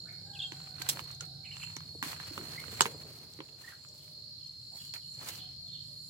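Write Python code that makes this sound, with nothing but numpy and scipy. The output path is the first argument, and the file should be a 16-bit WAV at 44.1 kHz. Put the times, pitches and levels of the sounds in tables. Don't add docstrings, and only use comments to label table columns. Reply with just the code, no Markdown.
import sys
import numpy as np
from scipy import signal
from scipy.fft import rfft, irfft, next_fast_len
from scipy.io import wavfile
from scipy.ndimage import uniform_filter1d

SR = 44100
rng = np.random.default_rng(int(sys.argv[2]) if len(sys.argv) > 2 else 0)


def wrap_up_sound(samples):
    columns = np.atleast_2d(samples).T
    tamed = np.clip(columns, -1, 1)
    steps = np.round(tamed * 32767).astype(np.int16)
    wavfile.write(sys.argv[1], SR, steps)


def gain_from_decibels(decibels):
    exponent = np.asarray(decibels, float) / 20
    return 10 ** exponent


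N = 268657
TIME = np.arange(N) / SR


def unit(x):
    return x / np.sqrt(np.mean(x ** 2))


def curves(table):
    s, *columns = np.transpose(table)
    return [np.interp(TIME, s, column) for column in columns]


def ring(x, hz, width_hz):
    hz = min(hz, SR / 2.2)
    return signal.lfilter(*signal.iirpeak(hz, hz / width_hz, fs=SR), x)


def band(x, lo_hz, hi_hz, order=2):
    limits = [lo_hz, min(hi_hz, SR / 2.2)]
    return signal.sosfilt(signal.butter(order, limits, "bandpass", fs=SR, output="sos"), x)


def pair(alike):
    mid, side = rng.standard_normal((2, N))
    alike = np.clip(alike, 0, 1)
    opposite = side * np.array([[1], [-1]])
    return (np.sqrt(1 + alike) * mid + np.sqrt(1 - alike) * opposite) / np.sqrt(2)


def walk(rate):
    hold = int(SR / rate)
    return uniform_filter1d(np.repeat(rng.standard_normal(N // 100), hold)[:N], hold)


def add(out, s, sound):
    i = int(s * SR)
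    out[:, i:i + sound.shape[1]] += sound[:, :N - i]


def swells(table, rise_s, fall_s, rest_db):
    t = TIME[::32]
    power = gain_from_decibels(rest_db) ** 2
    for s, hold, db in table:
        away = np.maximum((s - t) / rise_s, (t - s - hold) / fall_s)
        power = power + gain_from_decibels(db - 20 * np.maximum(away, 0)) ** 2
    return np.interp(TIME, t, np.sqrt(power))


def garden(x, t60, wet_db, gap_s):
    t = TIME[:int(min(t60, .5) * SR)]
    tail = rng.standard_normal((2, len(t))) * np.exp(-np.log(1000) * t / t60) * (t > gap_s)
    tail /= np.sqrt(np.sum(tail ** 2, axis=1, keepdims=True))
    return x + gain_from_decibels(wet_db) * signal.oaconvolve(x, tail, axes=1)[:, :N]


def choir(song, beat_hz, depth, flicker_db):
    out = 0
    for hz, width_hz, db in song:
        beats = beat_hz * (1 + 0.14 * rng.standard_normal((2, 1)))
        bursts = 1 + depth * np.sin(2 * np.pi * (beats * TIME + rng.random((2, 1))))
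        voices = rng.standard_normal((2, N)) * bursts
        for _ in range(2):
            voices = ring(voices, hz, 4.1 * width_hz)
        out = out + gain_from_decibels(db + flicker_db * walk(12)) * unit(voices)
    return unit(out)


def trillers():
    # wing f/Hz, strokes per second/Hz, level/dB
    singers = [(4335, 58, -2), (4310, 67, -2), (4274, 56, 0), (4230, 63, -3), (4188, 47, -7.5)]
    stroke_depth, wing_waver, fading_db = .8, .002, 4.5
    out, drift = 0, .004 * uniform_filter1d(walk(3), size=9000)
    for hz, rate, db in singers:
        strokes = 1 + stroke_depth * np.sin(2 * np.pi * np.cumsum(rate * (1 + 0.04946 * walk(6))) / SR)
        phase = 2 * np.pi * np.cumsum(hz * (1 + drift + wing_waver * walk(40))) / SR
        ports = [gain_from_decibels(db + fading_db * walk(14)) * np.sin(phase + 2.0 * walk(5)) for port in "LR"]
        out = out + strokes * np.array(ports)
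    return unit(out)


def insects():
    # f/Hz, width/Hz, level/dB
    low_song = [(4058, 80, -3.5), (4580, 110, -4.5), (4956, 200, -7.5)]
    high_song = [(7180, 120, -1), (7430, 140, 0), (10500, 800, -5)]
    # t/s, level/dB
    low_levels = [(0, -51), (1.6, -51), (1.81, -52), (2.22, -48.5), (2.75, -50), (3.0, -53.5), (3.3, -55),
                  (3.6, -57), (3.97, -55), (4.21, -51), (4.48, -50.5), (4.83, -50.5), (5.22, -49),
                  (6.09, -51)]
    # t/s, hold/s, level/dB
    high_levels = [(.05, 0.094, -69.5), (.47, 0.019, -61.5), (.96, 0.022, -67), (1.58, 0.053, -61.5),
                   (2.1, 0.29, -65), (2.7, 0.18, -62), (3.65, 0.39, -70), (4.45, 0.11, -73.5),
                   (4.8, 0.075, -63.5), (5.2, 0.048, -62.5), (5.68, 0.15, -71.5), (6.07, 0.098, -63.5)]
    low_db, = curves(low_levels)
    crowd = choir(low_song, beat_hz=65.9, depth=0.3, flicker_db=3.0)
    near_db = 7
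    low = gain_from_decibels(low_db + 2.5) * band(unit(crowd + gain_from_decibels(near_db) * trillers()), 3900, 5650, order=6)
    high = choir(high_song, beat_hz=190.0, depth=0.27, flicker_db=4.5)
    high = gain_from_decibels(3.5) * swells(high_levels, rise_s=0.48, fall_s=0.33, rest_db=-81) * high
    return (low + high) * gain_from_decibels(np.array([[-1.1], [1.1]]))


def cricket():
    level_db, until_s = -67, 1.5
    fade = gain_from_decibels(level_db - 12 * np.maximum(TIME - until_s, 0))
    return fade * choir([(3830, 70, 0)], beat_hz=60, depth=.5, flicker_db=3.5)


def blows(table, lo_hz, hi_hz, width, ring_db, alike, lag_s, pan_db):
    out, t = np.zeros((2, N)), TIME[:2400]
    mid, side = rng.standard_normal((len(table), 2, 1, len(t))).swapaxes(0, 1)
    t60s = np.maximum(np.array(table)[:, 3], .004)[:, None, None]
    fades = np.exp(-np.log(1000) * t / t60s)
    noises = (mid + (1 - np.clip(alike, 0, 1)) * side * np.array([[1], [-1]])) * fades
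    cracks = band(noises, lo_hz, hi_hz, order=3)
    pan = np.array([[pan_db], [-pan_db]]) / 2
    for (s, db, hz, t60), noise, crack in zip(table, noises, cracks):
        tone = ring(ring(noise, hz, width * hz), hz, width * hz)
        sound = crack / np.abs(crack).max(axis=1, keepdims=True)
        sound = sound + gain_from_decibels(ring_db) * tone / np.abs(tone).max(axis=1, keepdims=True)
        sound[0] = np.interp(t - lag_s, t, sound[0], left=0)
        add(out, s + .0004, gain_from_decibels(db + pan) * sound)
    return out


def pot():
    # t/s, peak level/dB, f/Hz
    tap_events = [(0.52, -32, 2690), (0.602, -43, 2830), (0.672, -45, 1100), (0.7833, -46, 1510),
                  (1.0608, -46, 1120), (1.6002, -43, 2800), (1.672, -46, 2200), (1.70, -41, 2900),
                  (2.037, -28, 1100), (2.1634, -41, 1560), (2.4109, -40, 1610), (2.68, -43, 1700),
                  (2.7282, -40, 3060), (0.817, -30.5, 1680), (0.866, -36, 1560), (0.889, -51, 3330),
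                  (0.971, -33, 1440), (0.9928, -26.5, 2680), (1.104, -41, 1420), (1.207, -52, 1430),
                  (1.239, -46, 1450), (1.567, -38, 2660), (1.634, -36, 2590), (1.766, -29, 3470),
                  (1.805, -39.5, 3050), (2.026, -22.5, 1450), (2.13, -33, 1740), (2.2, -34.5, 1660),
                  (2.234, -44, 1406), (2.377, -28, 1380), (2.535, -46, 1700), (2.639, -37, 1540),
                  (2.795, -32, 1090), (2.8072, -9.5, 1435), (2.855, -19.5, 1050), (2.863, -25, 940)]
    # t/s, peak level/dB, f/Hz
    step_events = [(3.388, -47, 1340), (3.4035, -32, 1080), (3.487, -50, 2380), (3.721, -47, 1698),
                   (3.848, -45, 1210), (4.078, -53.5, 2000), (4.938, -38.5, 2120), (4.959, -39, 2100),
                   (5.212, -43.5, 1100), (5.271, -35.5, 3420), (5.352, -44, 3360)]
    # t/s, peak level/dB, f/Hz, topmost treble against the peak/dB
    tick_events = [(.1236, -47, 7800, -6), (.5197, -40, 5950, -16), (.602, -53, 6000, -13),
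                   (.692, -52, 7500, -6), (1.039, -44, 7030, -3), (1.1473, -45, 6190, -8),
                   (1.2526, -44, 7310, -6), (1.5658, -39, 7050, -17), (1.6362, -40, 6550, -14),
                   (1.8048, -53, 5750, -8), (2.0737, -35, 7280, -6), (2.2468, -47, 5670, -6),
                   (2.3775, -37, 7790, -12), (3.0959, -54, 7080, -2), (3.6735, -49.5, 7410, -7.5),
                   (5.2101, -49, 7040, -10), (5.452, -54, 7050, -8), (5.684, -56, 5516, -10),
                   (5.2445, -40, 6300, -8), (0.819, -27, 4600, -6), (0.8882, -16.5, 7120, -6),
                   (0.8959, -15.5, 7500, -14), (0.9916, -36, 4800, -14), (1.1123, -39.5, 7180, -7.5),
                   (1.207, -27.5, 6340, -31), (1.7644, -31.5, 5600, -13), (2.026, -31, 7300, -2),
                   (2.516, -41, 5100, -19), (2.6007, -37.5, 7500, -6), (2.8071, -9, 7150, -13),
                   (2.817, -16.5, 6270, -26), (2.821, -22, 4070, -21), (2.862, -33.5, 6400, -2),
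                   (3.186, -46, 7800, -7), (3.3354, -42.5, 7500, -18), (3.887, -47, 5480, -7),
                   (3.9789, -47.5, 7220, -6), (4.4705, -46.5, 4770, -9), (4.937, -31.5, 4900, -13.5),
                   (5.1407, -47, 5440, -14), (5.2863, -28, 6700, -5), (5.3557, -38, 4800, -10)]
    # t/s, peak level/dB, f/Hz
    knock_events = [(0.519, -50, 302), (0.8, -51.5, 306), (0.889, -43, 790), (1.219, -49.5, 423),
                    (1.764, -50.5, 242), (1.949, -43.5, 457), (2.024, -43, 277), (2.059, -47, 276),
                    (2.307, -47, 300), (2.376, -44.5, 280), (2.395, -46, 312), (2.42, -48.5, 306),
                    (2.429, -49, 253), (2.679, -49, 409), (2.726, -43.5, 406), (2.806, -29.5, 380),
                    (2.856, -34.5, 410), (2.888, -45.5, 460), (2.918, -52, 433), (2.944, -44, 430),
                    (3.049, -47.5, 430), (3.106, -53, 390), (3.388, -48.5, 300), (3.402, -42, 345),
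                    (4.732, -68.5, 791), (4.747, -57.5, 770)]
    # t/s, f/Hz, level/dB, time to fall 60 dB/s
    wall_rings = [(.817, 1570, -36, .05), (.890, 10935, -46, .35), (.890, 11055, -49, .3),
                  (.890, 3240, -40, .08), (1.208, 1410, -40, .05), (2.808, 910, -30, .07),
                  (2.808, 421, -38, .16), (2.808, 2950, -22, .035), (2.808, 510, -40, .15),
                  (2.856, 468, -40, .2)]
    tap_t60, step_t60, tick_t60, knock_t60 = .012, .011, .022, .035

    taps = [(s, db, hz, tap_t60 * np.exp(-.016 * (db + 41.5))) for s, db, hz in tap_events]
    taps += [(*row, step_t60) for row in step_events]
    ticks = [(s, db, hz, tick_t60) for s, db, hz, top_db in tick_events]
    tops = [(s, db + top_db, 11500, tick_t60) for s, db, hz, top_db in tick_events]
    knocks = [(s, db, hz, knock_t60 * np.exp(-.051 * (db + 41.5))) for s, db, hz in knock_events]
    out = blows(taps, 875, 3100, width=0.44, ring_db=-6.5, alike=0.48, lag_s=0.00018, pan_db=-5.0)
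    out += blows(ticks, 3200, 7400, width=0.14, ring_db=-6.5, alike=0.25, lag_s=0.00014, pan_db=-2.0)
    out += blows(tops, 11400, 14600, width=0.14, ring_db=-2.5, alike=0.28, lag_s=.00021, pan_db=-3)
    out += blows(knocks, 150, 420, width=0.33, ring_db=1.0, alike=.95, lag_s=.0001, pan_db=-2.5)

    t = TIME[:SR // 2]
    for s, hz, db, t60 in wall_rings:
        phases = 2 * np.pi * rng.random((2, 1)) * min(hz / 3000, 1)
        add(out, s, gain_from_decibels(db) * np.exp(-np.log(1000) * t / t60) * np.sin(2 * np.pi * hz * t + phases))
    return garden(out, t60=.1, wet_db=-10.0, gap_s=.003)


def stir(treble, rest_db):
    # t/s, hold/s, treble level/dB, body level/dB
    scuff_events = [(.891, 0.0029, -35, -74), (1.205, 0.027, -75, -55), (2.027, 0.062, -55.5, -47.5),
                    (2.811, .045, -55, -57.5), (4.94, 0.015, -61, -54)]
    # t/s, hold/s, treble level/dB, body level/dB
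    swish_events = [(.54, .15, -89, -66.5), (.8, 0.13, -70, -53.5), (.93, 0.074, -62, -61),
                    (1.05, 0.072, -76, -61), (1.55, 0.19, -77, -62.5), (1.75, 0.14, -78, -68.5),
                    (2.1, 0.023, -58, -49.5), (2.2, 0.097, -71, -55), (2.34, 0.082, -64, -59),
                    (2.455, 0.4, -64.5, -56), (2.86, 0.06, -69, -59), (3.0, 0.23, -70.5, -66.5),
                    (3.28, 0.097, -72.5, -71), (3.45, 0.19, -85, -74), (3.62, 0.086, -69, -65),
                    (3.72, 0.094, -83, -71), (3.95, 0.17, -69, -90), (4.77, 0.1, -64.5, -75),
                    (5.22, .05, -70, -57), (5.285, 0.0075, -51, -53.5), (5.33, 0.046, -58.5, -59.5),
                    (5.43, 0.083, -81.5, -74)]
    column = 2 if treble else 3
    scuffs = [(row[0], row[1], row[column]) for row in scuff_events]
    swishes = [(row[0], row[1], row[column]) for row in swish_events]
    sudden = swells(scuffs, rise_s=.004, fall_s=.038, rest_db=rest_db)
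    return np.hypot(sudden, swells(swishes, rise_s=.07, fall_s=.075, rest_db=rest_db))


def rustle():
    sizes_db = 2.3 * np.minimum(rng.exponential(size=N), 6)
    clumps_db = 2.28 * walk(70) + 1.1 * walk(250)
    grains = pair(0.039) * gain_from_decibels(sizes_db + clumps_db)
    treble = stir(True, rest_db=-81.5) * gain_from_decibels(6.5) * unit(band(grains, 3000, 17000, order=1))
    body = stir(False, rest_db=-87) * gain_from_decibels(4.0 + 2.0 * walk(40)) * unit(band(grains, 420, 3800, order=1))
    return (treble + body) * gain_from_decibels(np.array([[-1.2], [1.2]]))


def birds(table, t60, wet_db):
    beak_hz, beak_width_hz, overtone_db = 7700, 900, -17
    out = np.zeros((2, N))
    for s, length, start_hz, end_hz, db, burr_hz in table:
        burr, grain = unit(uniform_filter1d(rng.standard_normal((2, 4000)), size=100))
        u = np.arange(0, 1, 1 / (min(length, .09) * SR))
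        hz = start_hz + (end_hz - start_hz) * u + burr_hz * burr[:len(u)]
        phase = 2 * np.pi * np.cumsum(hz) / SR
        voice = np.sin(phase)
        for k in (2, 3):
            beak = np.exp(-((k * hz - beak_hz) / beak_width_hz) ** 2)
            voice = voice + gain_from_decibels(overtone_db) * beak * np.sin(k * phase)
        level = gain_from_decibels(db + burr_hz / 40 * grain[:len(u)]) * np.sin(np.pi * u) ** .7
        add(out, s, level * voice * np.array([[.8], [1.2]]))
    return garden(out, t60, wet_db, gap_s=0.006)


def near_birds():
    # t/s, length/s, start f/Hz, end f/Hz, level/dB
    sharp_bird = [(.331, .004, 3050, 3150, -57), (.336, .006, 3220, 3250, -49),
                  (.345, 0.019, 3600, 2530, -46.5), (.362, .012, 2640, 2580, -46),
                  (.391, 0.008, 3570, 3430, -34), (.400, 0.01, 3360, 3180, -30.5),
                  (.414, 0.0094, 2640, 2880, -43), (.419, 0.0057, 3250, 3750, -34),
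                  (.425, 0.0073, 3730, 3480, -32), (.432, 0.0066, 2920, 2800, -41),
                  (.436, 0.017, 3280, 3210, -32.5), (.452, 0.013, 3290, 3260, -39),
                  (2.93, 0.041, 4835, 4860, -53)]
    burry_bird = [(1.436, 0.043, 2350, 2150, -58.5), (1.444, 0.036, 2970, 2500, -49),
                  (1.48, 0.021, 2475, 2310, -56), (1.505, 0.026, 2310, 2260, -53),
                  (1.512, 0.016, 2910, 2780, -46.5), (1.535, 0.011, 2900, 2530, -50),
                  (1.549, 0.019, 2770, 2700, -54), (1.598, 0.015, 2720, 2820, -51),
                  (1.612, 0.0195, 2820, 2430, -45), (1.628, 0.018, 2895, 2780, -43),
                  (3.714, .012, 1899, 1850, -56), (3.72, 0.02, 1715, 1650, -52),
                  (4.715, 0.044, 746, 808, -61.5)]
    clear_bird = [(2.555, 0.0084, 1800, 1950, -51), (2.575, 0.019, 2036, 2250, -39),
                  (2.594, .012, 2160, 2120, -40), (2.613, 0.023, 2105, 2180, -53),
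                  (3.637, .021, 1790, 1860, -49), (3.674, 0.017, 1870, 1870, -42),
                  (3.697, 0.012, 1800, 1840, -51)]
    smooth = [(*row, 45) for row in sharp_bird] + [(*row, 40) for row in clear_bird]
    rough = [(*row, 115) for row in burry_bird]
    return birds(smooth, t60=.24, wet_db=-6.0) + birds(rough, t60=.2, wet_db=-3.0)


def far_birds():
    # t/s, length/s, start f/Hz, end f/Hz, level/dB
    fence_bird = [
        (0.053, .04, 1370, 1887, -61.5),
        (0.073, 0.026, 1590, 2240, -63),
        (0.082, 0.019, 2240, 2270, -57.5),
    ]
    # t/s, start f/Hz, level/dB
    far_chirps = [(3.98, 3800, -67), (4.38, 3780, -67.5), (4.775, 3620, -59.5), (5.0, 3570, -67.5),
                  (5.275, 3500, -55.5), (5.344, 3300, -63), (5.372, 3920, -54), (5.66, 3910, -61.5),
                  (5.713, 4000, -52)]
    length_s, fall, burr_hz = .045, .76, 100
    notes = [(s, length_s, hz, fall * hz, db, burr_hz) for s, hz, db in far_chirps]
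    notes += [(*row, burr_hz) for row in fence_bird]
    return birds(notes, t60=0.52, wet_db=6.0)


def answer(s, length, hz, db):
    edge_s, edge_db, sag = .035, -9, .01
    return [(s, hz, db + edge_db), (s + edge_s, hz, db), (s + length - edge_s, hz * (1 - sag), db),
            (s + length, hz * (1 - 2 * sag), db + edge_db)]


def cockerels():
    # t/s, pitch f/Hz, level/dB
    near_crow = [(.05, 680, -69.5), (.23, 787, -80), (.27, 806, -64), (.35, 815, -58), (.42, 760, -66),
                 (.62, 771, -64.5), (.85, 727, -65), (.98, 710, -79)]
    # t/s, length/s, pitch f/Hz, level/dB
    answers = [(1.08, .47, 782, -69), (1.091, .38, 708, -70), (3.8, .52, 608, -77), (5.385, .1, 745, -68),
               (5.59, .14, 690, -73), (5.87, .09, 592, -74)]
    out = np.zeros((2, N))
    waver, hoarse = 1 + .025 * walk(200), gain_from_decibels(1.5 * walk(50))
    crows = [(near_crow, -6)] + [(answer(*row), -13) for row in answers]
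    for crow, octave_db in crows:
        s, hz, db = np.transpose(crow)
        span = slice(int(s[0] * SR), int(s[-1] * SR))
        phase = 2 * np.pi * np.cumsum(np.interp(TIME[span], s, hz) * waver[span]) / SR
        voice = np.sin(phase) + gain_from_decibels(octave_db) * np.sin(2 * phase)
        out[:, span] += gain_from_decibels(np.interp(TIME[span], s, db)) * hoarse[span] * voice
    return garden(out, t60=0.29, wet_db=3.5, gap_s=0.0085)


def still_air():
    # f/Hz, level per Hz/dB
    air_colour = [(15, -51), (25, -21), (145, 0), (242, -2.5), (427, -34), (607, -23.5), (677, -31.5),
                  (2280, -39.5), (3750, -23), (4250, -10.5), (6050, -31), (7310, -28.5), (8590, -45),
                  (10400, -29.5), (16000, -55)]
    hz, db = np.transpose(air_colour)
    size = next_fast_len(N)
    bins_hz = np.fft.rfftfreq(size, 1 / SR)
    colour = gain_from_decibels(np.interp(np.log(bins_hz + 1), np.log(hz), db)) * (bins_hz > 370)
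    air = irfft(rfft(pair(0.14), size) * colour, size)[:, :N]
    return gain_from_decibels(-59.5) * unit(air)


def booms():
    # t/s, hold/s, level/dB
    boom_events = [(0, 1, -63), (.94, 0.055, -53), (1.25, 0.15, -65.5), (1.9, 0.28, -63), (2.35, 0.64, -53),
                   (2.9, 0.33, -58), (3.3, 0.34, -62.5), (3.8, 0.38, -65.5), (5.21, 0.12, -55.5)]
    boom = unit(band(pair(0.79), 100, 560)) * gain_from_decibels(1.9 * walk(30))
    return swells(boom_events, rise_s=0.11, fall_s=0.19, rest_db=-88.5) * gain_from_decibels(-4.5) * boom


def traffic():
    # t/s, level/dB
    hum_levels = [(0, -56), (.96, -57), (1.19, -54.5), (2.1, -53.5), (2.5, -54), (2.8, -51), (3.19, -58),
                  (3.7, -64), (4.25, -58), (4.5, -60), (5.2, -57.5), (5.35, -56), (6.09, -57)]
    # t/s, firing tone f/Hz, level/dB
    lorry = [(0, 141.4, -69), (.5, 139.5, -56.5), (1.2, 135.5, -54.5), (2, 133.6, -62.5), (2.6, 130.8, -69),
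             (3.5, 119.9, -66.5), (6.09, 119.2, -88)]
    hum_db, = curves(hum_levels)
    hum = unit(band(pair(0.96), 81.8, 165.6, order=4))
    shoulder = gain_from_decibels(-8.0) * unit(band(pair(0.74), 45, 252))
    out = gain_from_decibels(hum_db - 1.5) * (hum + shoulder)
    first_hz, first_db = curves(lorry)
    for hz, db in ((first_hz, first_db), (1.175 * first_hz, hum_db - 6)):
        phase = 2 * np.pi * np.cumsum(hz * (1 + .008 * walk(10))) / SR
        out = out + gain_from_decibels(db + 2.5 * walk(8)) * np.sin(phase)
    return out


def scene():
    background = (traffic() + booms() + still_air()) * gain_from_decibels(np.array([[-.6], [.6]]))
    animals = near_birds() + far_birds() + cockerels()
    return insects() + cricket() + pot() + rustle() + animals + background


def band_limit(x):
    return signal.sosfilt(signal.butter(12, 16840, fs=SR, output="sos"), x)


def record(dry):
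    cut = signal.sosfilt(signal.ellip(8, .2, 60, 15900, fs=SR, output="sos"), dry)
    return band_limit(cut)


dry = scene()
out = record(dry)
wrap_up_sound(out)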